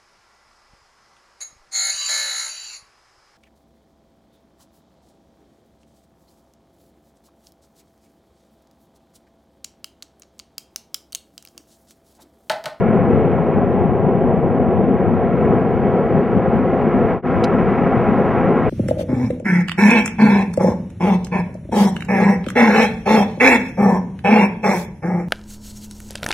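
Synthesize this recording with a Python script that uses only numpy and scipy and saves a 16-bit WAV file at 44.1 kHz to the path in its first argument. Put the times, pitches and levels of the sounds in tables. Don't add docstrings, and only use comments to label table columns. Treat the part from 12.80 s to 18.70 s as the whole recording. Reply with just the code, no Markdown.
import sys
import numpy as np
from scipy import signal
from scipy.fft import rfft, irfft
from scipy.io import wavfile
from scipy.ndimage import uniform_filter1d, minimum_filter1d

SR = 44100
rng = np.random.default_rng(int(sys.argv[2]) if len(sys.argv) > 2 else 0)


def master_out(mix):
    frames = np.transpose(np.atleast_2d(mix))
    ceiling = np.clip(frames, -1, 1)
    pcm = np.round(ceiling * 32767).astype(np.int16)
    wavfile.write(sys.argv[1], SR, pcm)


N = 259997
TIME = np.arange(N) / SR
FREQ = np.maximum(np.arange(N // 2 + 1) * SR / N, 1)

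TURN_AT_S, TURN_S = 2.56, 0.3
DROP_AT_S = 4.4195


def undb(db):
    return 10 ** (np.asarray(db) / 20)


def unit(x):
    return x / np.sqrt(np.mean(x ** 2))


def noise():
    return rng.standard_normal(N)


def shape(points):
    hz, db = np.transpose(points)
    return undb(np.interp(np.log(FREQ), np.log(hz), db))


def filtered(x, response):
    return irfft(rfft(x) * response, N)


def walk(rate_hz):
    hold = int(SR / rate_hz)
    steps = np.repeat(rng.standard_normal(N // hold + 1), hold)
    smooth = uniform_filter1d(uniform_filter1d(steps, hold), hold)
    return unit(smooth[:N])


def bursts(per_s, spread_db):
    size = undb(spread_db * np.minimum(rng.exponential(size=N), 4))
    happens = rng.random(N) < per_s / SR
    return unit(happens * size * np.sign(noise()))


def turbulence(x, flicker_db, flicker_hz, count=10):
    spectrum, out = rfft(x), 0
    octave = np.clip(np.log2(FREQ / 30), 0, count - 1)
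    for k in range(count):
        overlap = np.maximum(1 - np.abs(octave - k), 0)
        band = irfft(spectrum * overlap, N)
        out = out + band * undb(flicker_db * walk(flicker_hz))
    return out


def turned():
    return np.clip((TIME - TURN_AT_S) / TURN_S + 0.5, 0, 1)


def hiss(hiss_db=-73.0, whistle_db=-90, scan_hz=15625, whistle_width_hz=60):
    resonance = 1 / (1 + ((FREQ - scan_hz) / whistle_width_hz) ** 2)
    whistle = unit(filtered(noise(), resonance))
    return undb(hiss_db) * np.array([noise(), noise()]) + undb(whistle_db) * whistle


def motor(waver_hz=12, flutter_db=1.5, whine_db=-7.5, turn_db=9.5):
    # a tone's frequency in Hz, level in dB ahead of the whine's gain,
    # change in dB from the dropout's lowest point on.
    motor_tones = [(1754, -59.5, 3), (4040, -85.5, 0.5), (4593, -77.5, -2), (5170, -84, 3.5),
                   (5399, -87, 6), (7900, -97.5, 2)]
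    out, shifted = 0, TIME > DROP_AT_S
    for hz, db, change_db in motor_tones:
        phase = 2 * np.pi * np.cumsum(hz + waver_hz * walk(110)) / SR
        level = undb(db + change_db * shifted + flutter_db * walk(33))
        out = out + level * np.sqrt(2) * np.sin(phase)
    return out * undb(whine_db + turn_db * turned())


def click(snap_s=0.00088, tail_s=0.005, tail_db=-16.5, wide_hz=6000, ring_hz=3950, ring_s=0.0023, ring_db=-6):
    # start in seconds, level in dB.
    snaps = [(4.6395, -23.5), (4.6413, -24.5), (4.6428, -25.5)]
    # frequency in Hz, relative level in dB.
    crack_colour = [(800, -10), (2700, 2.5), (3400, -3.5), (4000, 2.5), (4700, -3), (5900, -2.5),
                    (7500, -13.5), (8500, -16.5), (10000, -13.5), (11800, -20), (13000, -37), (16000, -37)]
    envelope, ring = 0, 0
    for start, db in snaps:
        age = np.maximum(TIME - start, 0)
        size = (TIME >= start) * undb(db)
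        envelope = envelope + size * (np.exp(-age / snap_s) + undb(tail_db) * np.exp(-age / tail_s))
        ring = ring + size * (1 - np.exp(-2 * age / snap_s)) * np.exp(-age / ring_s)
    colour = unit(shape(crack_colour))
    apart = 1 / (1 + (wide_hz / FREQ) ** 4)
    mid = filtered(envelope * noise(), colour * np.sqrt(1 - apart / 2))
    side = filtered(envelope * noise(), colour * np.sqrt(apart / 2))
    tone = undb(ring_db) * ring * np.sin(2 * np.pi * ring_hz * TIME)
    return np.array([mid + side, mid - side]) + tone


def rush():
    # frequency in Hz, relative level in dB.
    jet_colour = [(300, -0.5), (700, 5), (1350, 3), (1650, -3.5), (2150, -5.5), (2600, -14), (3000, -22),
                  (3500, -30.5), (4400, -42), (5000, -43.5), (6300, -45), (7500, -57.5), (15000, -74.5)]
    drive = noise() + undb(-2) * bursts(per_s=500, spread_db=0.5)
    return unit(filtered(turbulence(drive, flicker_db=0.5, flicker_hz=16), shape(jet_colour)))


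def surges():
    # middle in seconds,
    # length in seconds at half the change, level change in dB.
    swells = [(0.347, 0.043, 3), (0.459, 0.073, 0.5), (0.652, 0.039, -3), (0.883, 0.055, -2),
              (1.029, 0.073, 1), (1.211, 0.042, -1.1), (1.488, 0.062, 1), (1.602, 0.08, -1),
              (1.868, 0.062, -1.6), (2.504, 0.05, -2.2), (2.66, 0.064, 1.5), (2.744, 0.037, 1),
              (2.913, 0.086, 0), (3.154, 0.1, 1.5), (3.274, 0.066, -1.5), (3.394, 0.054, 1.5),
              (3.571, 0.05, 2.2), (3.633, 0.034, -2), (3.98, 0.073, -1.7), (4.111, 0.034, -3.5),
              (4.208, 0.11, 1.5), (4.561, 0.038, 0.5), (4.722, 0.037, 1)]
    return undb(sum(db * 0.5 ** ((2 * (TIME - at) / length) ** 2) for at, length, db in swells))


def roar():
    # frequency in Hz, relative level in dB.
    plume_colour = [(20, -45.5), (45, -20.5), (90, -6.5), (135, -3.5), (180, 1), (250, 2), (420, -2.5),
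                    (540, -4.5), (780, -9.5), (950, -16), (1400, -29), (1900, -33), (2200, -35.5),
                    (3200, -48.5), (5000, -81)]
    drive = noise() + undb(-10) * bursts(per_s=300, spread_db=1.0)
    return unit(filtered(turbulence(drive, flicker_db=0.96, flicker_hz=13), shape(plume_colour)))


def fire(roar_db=-13.5, roar_db_per_s=-0.1536):
    # time in seconds, level in dB.
    rush_level = [(0, -27), (1.4, -34), (2.1, -32.5), (2.6, -29), (3.4, -29.5), (4.7, -24.5), (5.9, -23.5)]
    rush_db = np.interp(TIME, *np.transpose(rush_level))
    plume = undb(roar_db + roar_db_per_s * TIME) * surges() * roar()
    return plume + undb(rush_db) * rush()


def stereo(mid, lag_s=0.00035, lean_db=-4.5, lean_turn_db=-2, air_hz=110, air_db=-37.0):
    # frequency in Hz, level in dB
    port_difference = [(25, 17.5), (55, 14), (95, 7), (140, -2), (210, -7.5), (340, -14), (450, -27.5),
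                       (600, -42), (1500, -46)]
    lag = np.exp(-2j * np.pi * FREQ * lag_s)
    lean = filtered(mid, shape(port_difference) * lag) * undb(lean_db + lean_turn_db * turned())
    air_colour = FREQ / (air_hz + FREQ) / (1 + (FREQ / air_hz) ** 4)
    air = unit(filtered(noise(), air_colour))
    side = lean + undb(air_db) * air
    return np.array([mid + side, mid - side])


def soft_ends():
    return signal.windows.tukey(N, 2 * 0.004 * SR / N)


def limiter(x, ceiling=0.87, size=300):
    need = ceiling / np.maximum(np.abs(x).max(axis=0), ceiling)
    held = minimum_filter1d(need, 2 * size)
    return x * uniform_filter1d(uniform_filter1d(held, size), size)


def dropout(fall_s=0.087, rise_s=0.048, depth_db=-38, curve=1.3):
    away = np.maximum((DROP_AT_S - TIME) / fall_s, (TIME - DROP_AT_S) / rise_s)
    return undb(depth_db) + (1 - undb(depth_db)) * np.minimum(away, 1) ** curve


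def scene():
    return stereo(fire() + motor()) + click() + hiss()


def record(dry, feedback=0.5, depth=1.0, comb_hz=299.2, top_hz=15700):
    delay = np.exp(-2j * np.pi * FREQ / comb_hz)
    r = np.clip(feedback, 0, 0.9)
    hum_band = (1 - r) / 2 * (1 + delay) / (1 - r * delay)
    notched = filtered(dry * soft_ends(), 1 - min(depth, 1) * hum_band)
    out = limiter(notched) * dropout()
    treble_cut = signal.ellip(8, 0.2, 70, top_hz, fs=SR, output="sos")
    return signal.sosfilt(treble_cut, out)


dry = scene()
out = record(dry)
master_out(out)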